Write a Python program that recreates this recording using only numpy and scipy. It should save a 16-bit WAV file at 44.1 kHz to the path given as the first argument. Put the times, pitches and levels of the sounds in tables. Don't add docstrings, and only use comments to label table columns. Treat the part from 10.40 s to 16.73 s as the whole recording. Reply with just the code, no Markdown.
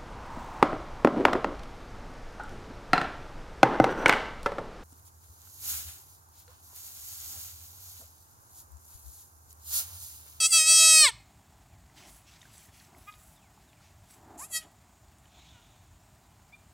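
import sys
import numpy as np
from scipy import signal
from scipy.fft import rfft, irfft, next_fast_len
from scipy.io import wavfile
from scipy.ndimage import uniform_filter1d

SR = 44100
rng = np.random.default_rng(int(sys.argv[2]) if len(sys.argv) > 2 else 0)


def generate_wav(signal):
    frames = np.transpose(np.atleast_2d(signal))
    scaled = np.clip(frames, -1, 1) * 32767
    pcm = np.round(scaled).astype(np.int16)
    wavfile.write(sys.argv[1], SR, pcm)


def volts_from_db(level):
    exponent = np.asarray(level, float) / 20
    return 10 ** exponent


N = 279153


def evened(x):
    return x / np.sqrt(np.mean(abs(x) ** 2) + 1e-20)


def smooth(x, size):
    return uniform_filter1d(uniform_filter1d(x, size=size), size=size)


def read(points, hz):
    f, value = np.transpose(points)
    return np.interp(np.log(hz + 1), np.log(f + 1), value)


def spectrum(points):
    return lambda hz: volts_from_db(read(points, hz))


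def modes(table, hz):
    return [(-1) ** k * volts_from_db(db) / (1 + 2j * (hz - f) / w) for k, (f, w, db) in enumerate(table)]


def bands(table):
    return lambda hz: sum(abs(m) ** 2 for m in modes(table, hz))


def filtered(x, gain):
    size = next_fast_len(N)
    return irfft(rfft(x, size) * gain(np.fft.rfftfreq(size, 1 / SR)), size)[..., :N]


def hiss(gain, patchy_db, flicker_db):
    frames = N // 128 + 6
    a, b, patches = rng.standard_normal((3, 257, frames))
    patches = evened(uniform_filter1d(uniform_filter1d(patches, 6, 0), 20, 1))
    flicker = evened(uniform_filter1d(rng.standard_normal(frames), 3))
    z = (a + 1j * b) * volts_from_db(patchy_db * patches + flicker_db * flicker)
    x = signal.istft(z, nperseg=512, noverlap=384)[1][:N]
    return evened(filtered(x, gain))


def curve(rows):
    s, *columns = np.transpose(rows)
    t = np.arange(s[0], s[-1], 1 / SR)
    return s[0], [np.interp(t, s, c) for c in columns]


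def level(s, hold, db, rise, fall):
    t = np.arange(0, N + 64, 64)[:, None] / SR
    rows_db = db - rise * np.maximum(s - t, 0) - fall * np.maximum(t - s - hold, 0)
    return np.interp(np.arange(N) / SR, t[:, 0], volts_from_db(rows_db.max(1)))


def swells(rows, edge_db):
    s, hold, db = np.transpose(rows)
    return level(s, hold, db, edge_db / hold, edge_db / hold)


def add(mix, s, sound):
    part = mix[round(s * SR):][:len(sound)]
    part += sound[:len(part)]


def throat_motion(rows, tone, fray_s):
    # (time [s], half width [s], dip [dB], pitch shift [Hz])
    catches = [
        (0.09, 0.016, -16, 59.5),
        (0.206, 0.03, -2, -19.5),
        (0.25, 0.03, -8, -14),
        (4.082, 0.024, -25, 52),
    ]
    # (knee [s], side, rate [Hz/s], softness [s])
    slides = [
        (0.018, -1, 1100, 0.0044),
        (0.64, 1, -3200, 0.011),
        (4.04, -1, -4300, 0.007),
    ]
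    shut_hz, tight_hz, slack_s, let_go = 30, 20, 0.012, 1.6
    s, (effort_db, hz, jaw) = curve(rows)
    t = s + np.arange(len(hz)) / SR
    near = [c for c in catches if abs(c[0] - s) < 1]
    bumps = []
    for at, width, _, hz_up in near:
        side_width = np.where((t > at) & (hz_up > 0), let_go * width, width)
        bumps.append(np.exp(-((t - at) / side_width) ** 2))
    dip_db, shift = np.transpose(near)[2:] @ np.array(bumps)
    slide = sum(rate * soft * np.logaddexp(0, np.sign(side) * (t - knee) / soft)
                for knee, side, rate, soft in slides if abs(knee - s) < 1)
    under = np.maximum(-slide, 0)
    tight = np.tanh(np.maximum(shift, 0) / tight_hz)
    slack = 1 / (1 + np.exp((fray_s + slack_s - t) / slack_s))
    weights_db = np.array(tone) @ [t ** 0, tight, 1 - np.exp(-under / shut_hz), slack]
    fray = np.exp(np.minimum((t - fray_s) / .009, 3))
    breath = .065 + .45 * tight ** 2 + .008 * under + fray
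    return s, [effort_db + dip_db, hz + shift + slide, jaw, *weights_db, breath]


def throat_gain(partial_hz, jaw, weights_db, throat, nasal):
    chest, low, mid = volts_from_db(weights_db)
    parts = modes(throat[:5], partial_hz / jaw)
    upper = -sum(modes(throat[5:], partial_hz)) / np.hypot(1, (5200 / partial_hz) ** 3)
    mouth = low * sum(parts[1:3]) + mid * sum(parts[3:]) + upper
    gain = chest * parts[0] + mouth / np.hypot(1, (1400 / partial_hz) ** 2)
    gain = gain * partial_hz ** 2 / (partial_hz ** 2 + 400. ** 2) * (partial_hz < 16000)
    return gain * volts_from_db(sum(db * np.exp(-((partial_hz - f) / w) ** 2) for f, w, db in nasal))


def voice(rows, tone, fray_s, throat, nasal, half_db, bounce_db, bounce_s):
    s, columns = throat_motion(rows, tone, fray_s)
    columns = uniform_filter1d(columns, size=260, mode="nearest")
    effort_db, hz, jaw, *_, breath = columns
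    k = np.arange(1, 40)[:, None]
    step = np.arange(0, len(hz), 16)
    partial_hz = k * hz[step]
    gain = throat_gain(partial_hz, jaw[step], columns[3:6, step], throat, nasal)
    bounce = volts_from_db(bounce_db) / np.hypot(1, partial_hz / 7000) / np.hypot(1, (1500 / partial_hz) ** 2)
    gain = gain * (1 + bounce * np.exp(-2j * np.pi * partial_hz * bounce_s))
    gain = gain * volts_from_db(1.5 * evened(smooth(rng.standard_normal(gain.shape), 90)))
    gain = gain / np.sqrt((abs(gain) ** 2).sum(0) / 2)
    puff = smooth(rng.standard_normal((2, *gain.shape)), 4)
    share = np.clip(breath[step] * (partial_hz / 8000) ** 1.9, 0, 1)
    gain = gain * (np.sqrt(1 - share ** 2) + share * evened(puff[0] + 1j * puff[1]))
    jitter = evened(smooth(rng.standard_normal(len(hz)), 300))
    waver = .0008 + .006 * np.minimum(breath, 1) ** 2
    turns = np.cumsum(hz * (1 + waver * jitter)) / SR
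    gain = signal.resample_poly(gain, 16, 1, axis=1, padtype="line")[:, :len(hz)]
    late = .03 * k ** 2
    x = (gain * np.exp(2j * np.pi * (k * turns - late))).real.sum(0)
    x = x * (1 + volts_from_db(half_db) * np.cos(np.pi * turns))
    flutter = volts_from_db(1.1 * np.minimum(breath, 1) * np.clip(jitter[::-1], -2, 2))
    return s, -flutter * volts_from_db(effort_db) * x * signal.windows.tukey(len(x), 400 / len(x))


def yard_hiss():
    # (frequency [Hz], density [dB per Hz])
    yard_points = [(60, -45), (120, -14.5), (165, -6.5), (300, -13.5), (400, -17.5), (510, -13.5),
                   (620, -13.5), (760, -11.5), (1290, -19), (2100, -23), (3800, -26.5), (8300, -27.5),
                   (9000, -31), (15800, -31.5)]
    return volts_from_db(-62.5) * hiss(spectrum(yard_points), 0.52, 0.97)


def low_gusts():
    # (time [s], hold [s], level [dB])
    gust_rows = [(.45, .06, -59), (.69, .1, -55.5), (1.36, 0.064, -57), (1.7, .12, -59.5),
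                 (2.08, 0.097, -58.5), (2.8, 0.17, -61), (3.55, .2, -60.5), (5.51, 0.041, -56.5)]
    # (frequency [Hz], density [dB per Hz])
    gust_points = [(22, -46), (35, -18.5), (48, 1), (65, 0), (110, -2), (160, -12), (260, -32), (500, -68)]
    strength = np.maximum(volts_from_db(-62), swells(gust_rows, 6.5))
    return strength * hiss(spectrum(gust_points), 1.0, .6)


def insects():
    # (frequency [Hz], width [Hz], level [dB])
    insect_bands = [(6633, 160, -80.5), (7133, 450, -79), (8200, 500, -80.5)]
    hush = np.maximum(1 - np.arange(N) / SR / 1.2, 0)
    return volts_from_db(-74 - 3.5 * hush) * hiss(bands(insect_bands), 1.5, .6)


def breeze_puffs():
    # (time [s], hold [s], level [dB])
    puff_rows = [(.315, .012, -62.5), (.545, 0.0068, -60), (1.6, 0.074, -65), (2.52, 0.056, -65),
                 (3.885, .08, -56.5), (4.1, .015, -64), (4.255, 0.023, -62), (4.975, 0.021, -69)]
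    # (frequency [Hz], density [dB per Hz])
    puff_points = [(90, -29), (180, -5), (320, 2.5), (500, -5), (800, 2), (1150, -9.5), (1800, -18),
                   (3000, -39.5)]
    return volts_from_db(4) * swells(puff_rows, 9) * hiss(spectrum(puff_points), 0.5, 0.94)


def whistle():
    # (time in phrase [s], length [s], from [Hz], to [Hz], level [dB])
    whistle_notes = [
        (0, .068, 4080, 3150, -1),
        (.068, .08, 2820, 1990, -1),
        (.148, .042, 1950, 1800, -5),
    ]
    notes = []
    for _, length, from_hz, to_hz, db in whistle_notes:
        u = np.arange(0, length, 1 / SR) / length
        hz = to_hz + (from_hz - to_hz) * (1 - u) ** 1.9
        notes.append([hz, db - 18 * abs(2 * u ** .8 - 1) ** 4])
    return np.hstack(notes)


def bird():
    # (time [s], level [dB])
    phrases = [(1.235, -75), (1.95, -77), (2.29, -77), (2.63, -71), (2.95, -68), (3.275, -72),
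               (3.62, -73.5)]
    out = np.zeros(N)
    hz, db = whistle()
    for s, phrase_db in phrases:
        bend = rng.uniform(1.0, 1.02)
        fade_db = 3.5 * evened(smooth(rng.standard_normal(len(hz)), 500))
        tone = np.sin(2 * np.pi * np.cumsum(hz * bend) / SR)
        add(out, s, volts_from_db(db + phrase_db + fade_db) * tone)
    return out


def twigs():
    # (time [s], peak [dB], ring [Hz])
    snaps = [(1.2592, -61, 2280), (1.497, -55.5, 1950), (2.0156, -45.5, 3620), (2.018, -49, 6500),
             (2.0291, -49, 1940), (2.0539, -50, 1580), (2.138, -49, 7650), (2.1794, -42.5, 8460),
             (2.29, -55, 1880), (2.3995, -47, 4580), (2.411, -51.5, 1650), (2.5484, -51, 1990),
             (2.583, -50, 12500), (2.686, -48, 13400), (2.7244, -49, 3740), (2.739, -45.5, 3600),
             (2.879, -51, 12140), (3.1761, -51, 802), (3.3303, -51.5, 2310), (3.4067, -53.5, 1355),
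             (3.7086, -47, 8410), (3.7365, -62, 6000), (4.316, -57.5, 10840), (4.6833, -56, 4500),
             (4.7277, -61, 3550), (4.7838, -56, 9000), (4.8549, -52, 3020)]
    out, t = np.zeros(N), np.arange(600) / SR
    for s, db, hz in snaps:
        burst = rng.standard_normal(600)
        ring = np.sin(2 * np.pi * hz * t) * volts_from_db(-60 * t * hz / 17.0)
        crack = signal.oaconvolve(burst * volts_from_db(-60 * t / 0.02), ring)[:600]
        tick = 0.071 * burst * volts_from_db(-60 * t / 0.0041)
        add(out, s, volts_from_db(db) * (crack / abs(crack).max() + tick))
    return out


def straw():
    # (start [s], hold [s], dull scrape [dB], bright rustle [dB])
    strokes = [(1.573, 0.11, -56.5, -66.5), (1.677, 0.1, -65, -61), (1.881, 0.083, -59.5, -73),
               (1.991, .13, -66, -71.5), (2.135, 0.12, -63, -61), (2.341, .11, -63.5, -66),
               (2.575, .18, -71, -67.5), (2.787, 0.15, -75, -64), (3.209, 0.024, -76, -75.5),
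               (3.422, .06, -68, -83), (3.705, .035, -64, -60.5)]
    # (frequency [Hz], density [dB per Hz])
    scrape_points = [(600, -49), (1200, -4.5), (2300, 1), (3200, -1), (4000, -1.5), (6300, 0), (8500, -11),
                     (11000, -35)]
    # (frequency [Hz], density [dB per Hz])
    rustle_points = [(4000, -32), (6800, -9), (7900, 2), (8900, -7), (10600, 0.5), (12500, -6.5),
                     (15500, -5.5), (16500, -17)]
    rise, fall = 590, 310
    s, hold, *layers_db = np.transpose(strokes)
    stirring = level(s[:1], s[-1] - s[0], -81.5, rise, fall)
    out = np.zeros(N)
    for db, points in zip(layers_db, (scrape_points, rustle_points)):
        grains = volts_from_db(2.2 * np.minimum(rng.exponential(1, N), 5)) * (rng.random(N) < 900 / SR)
        clumps = 3.0 + evened(signal.oaconvolve(grains, np.exp(-np.arange(200) / 47.0))[:N])
        rubbing = evened(clumps * hiss(spectrum(points), 2.2, .8))
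        out += (stirring + level(s, hold, db, rise, fall)) * rubbing
    return out


def cluck(row, partials_db):
    s, length, top_db, top_hz, scoop = row
    crest = .64
    u = np.arange(0, length, 1 / SR) / length
    before, after = np.maximum(1 - u / crest, 0), np.maximum(u - crest, 0)
    db = top_db - 28 * before ** 3 - 30 * (after / (1 - crest)) ** 2
    hz = top_hz * (1 - scoop * before ** (3 if scoop > 0 else 1)) - 700 * after * length
    turns = np.cumsum(hz) / SR
    x = sum(volts_from_db(p) * np.sin(2 * np.pi * (k + 1) * turns + k * k) for k, p in enumerate(partials_db))
    return s, volts_from_db(db) * evened(x)


def wheeze():
    # (frequency [Hz], width [Hz], level [dB])
    nose_bands = [(2404, 660, -4), (3600, 1000, -1.5), (6500, 2000, -5.5)]
    shut = np.clip((5.52 - np.arange(N) / SR) / .03, 0, 1)
    breath_out = level(s=4.975, hold=0.095, db=-61.5, rise=126, fall=31)
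    return breath_out * shut * hiss(bands(nose_bands), 1.8, 1.05)


def echo(x, gap_s):
    # (frequency [Hz], time to fall 60 dB [s])
    echo_t60 = [(300, .35), (2000, .45), (4500, .36), (8000, .3), (15000, .17)]
    taps = np.zeros(SR // 2)
    at = np.arange(0, len(taps) - 20, 20)
    taps[at + rng.integers(0, 20, len(at))] = rng.choice([-1., 1.], len(at))
    hz, t, z = signal.stft(taps, SR, nperseg=256)
    tail = signal.istft(z * volts_from_db(-60 * t / read(echo_t60, hz)[:, None]), SR, nperseg=256)[1]
    tail = tail * (np.arange(len(tail)) > gap_s * SR)
    return signal.fftconvolve(x, tail / np.linalg.norm(tail))[:N]


def scene():
    # (time [s], effort [dB], held pitch [Hz], jaw factor on the throat)
    bleat_rows = [(0, -25, 645.3, 1.06), (0.05, -19, 648.8, 1.07), (0.162, -17, 658, 1.057),
                  (0.3, -15.5, 651.9, 1.044), (0.345, -16.5, 648.8, 1.06), (0.5, -15.5, 644.4, 1.06),
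                  (0.63, -15, 628, 0.97), (0.686, -22.5, 624, 0.75), (0.712, -46, 640, 0.7)]
    # (time [s], effort [dB], held pitch [Hz], jaw factor on the throat)
    call_rows = [(3.975, -54, 641.7, 0.66), (4.005, -40.5, 639.4, 0.94), (4.03, -41.5, 639.8, 1.22),
                 (4.142, -31, 640, 1.01), (4.162, -28, 644, 0.97), (4.177, -30.5, 639.2, 1.1),
                 (4.205, -51.5, 636, 1.001), (4.23, -54, 636, 1.04), (4.27, -68.5, 647.7, 1.001)]
    # (held [dB], added in a catch [dB], mouth shut [dB], folds slack
    # [dB])
    bleat_tone = [
        (-9, -16.5, 21, 2.5),
        (-2, -16, 6.5, -7.5),
        (-3, -9.5, 5.5, -6.5),
    ]
    # (held [dB], added in a catch [dB], mouth shut [dB], folds slack [dB])
    call_tone = [
        (-1.04, -14, 12.5, 19),
        (0, -12, -18.5, 10),
        (-0.27, -28, -32, -1),
    ]
    # (frequency [Hz], width [Hz], level [dB])
    throat_near = [(1290, 520, -7), (2753, 440, 3.5), (3400, 1300, -4), (4500, 290, 7), (5700, 680, 0.5),
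                   (8130, 360, 7), (10400, 910, -9), (11840, 900, -14.5), (13400, 1100, -26),
                   (14900, 2200, -23.5)]
    # (frequency [Hz], width [Hz], level [dB])
    throat_away = [(1006, 230, -8.5), (2070, 190, 2), (3170, 330, -5.5), (4500, 290, 3.5), (5660, 230, -1),
                   (7330, 930, 0), (10560, 700, 0), (11680, 760, -5), (15000, 830, -15.5)]
    # (frequency [Hz], half width [Hz], level [dB])
    nasal_near = [(660, 120, 5.5), (1976, 280, 9), (1965, 43, -15)]
    # (frequency [Hz], half width [Hz], level [dB])
    nasal_away = [(710, 120, 1.7), (2590, 650, 4)]
    cluck_rows = [
        ((2.666, .046, -43.5, 413, .08), [-42, -19.5, 2, -13, -10, -3.5, -18, -19.5, -20]),
        ((6.118, .044, -51, 1195, .16), [-28, -3, -18, -30]),
        ((5.1, .125, -64, 476, -.11), [-8, -3, 0, -8, -10, -1]),
    ]
    kid, fowl = np.zeros(N), bird()
    add(kid, *voice(bleat_rows, bleat_tone, .7, throat_near, nasal_near,
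                    half_db=-33, bounce_db=-6.5, bounce_s=.002356))
    add(kid, *voice(call_rows, call_tone, 4.2, throat_away, nasal_away,
                    half_db=-38.5, bounce_db=-9.5, bounce_s=0.0037))
    for row, partials_db in cluck_rows:
        add(fowl, *cluck(row, partials_db))
    wet = echo(volts_from_db(-28.5) * kid + volts_from_db(-17.0) * fowl, gap_s=0.016)
    air = yard_hiss() + low_gusts() + insects() + breeze_puffs() + wheeze()
    mix = kid + fowl + wet + twigs() + straw() + air
    return np.array([mix, mix])


def top_cut(x):
    return signal.sosfilt(signal.butter(12, 15960, fs=SR, output="sos"), x)


def record(dry):
    # (centre [Hz], width [Hz], depth [dB])
    case_dip = (510, 59, -13)
    centre_hz, width_hz, dip_db = case_dip
    heard = filtered(dry, lambda hz: volts_from_db(dip_db * np.exp(-((hz - centre_hz) / width_hz) ** 2)))
    return top_cut(heard)


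dry = scene()
out = record(dry)
generate_wav(out)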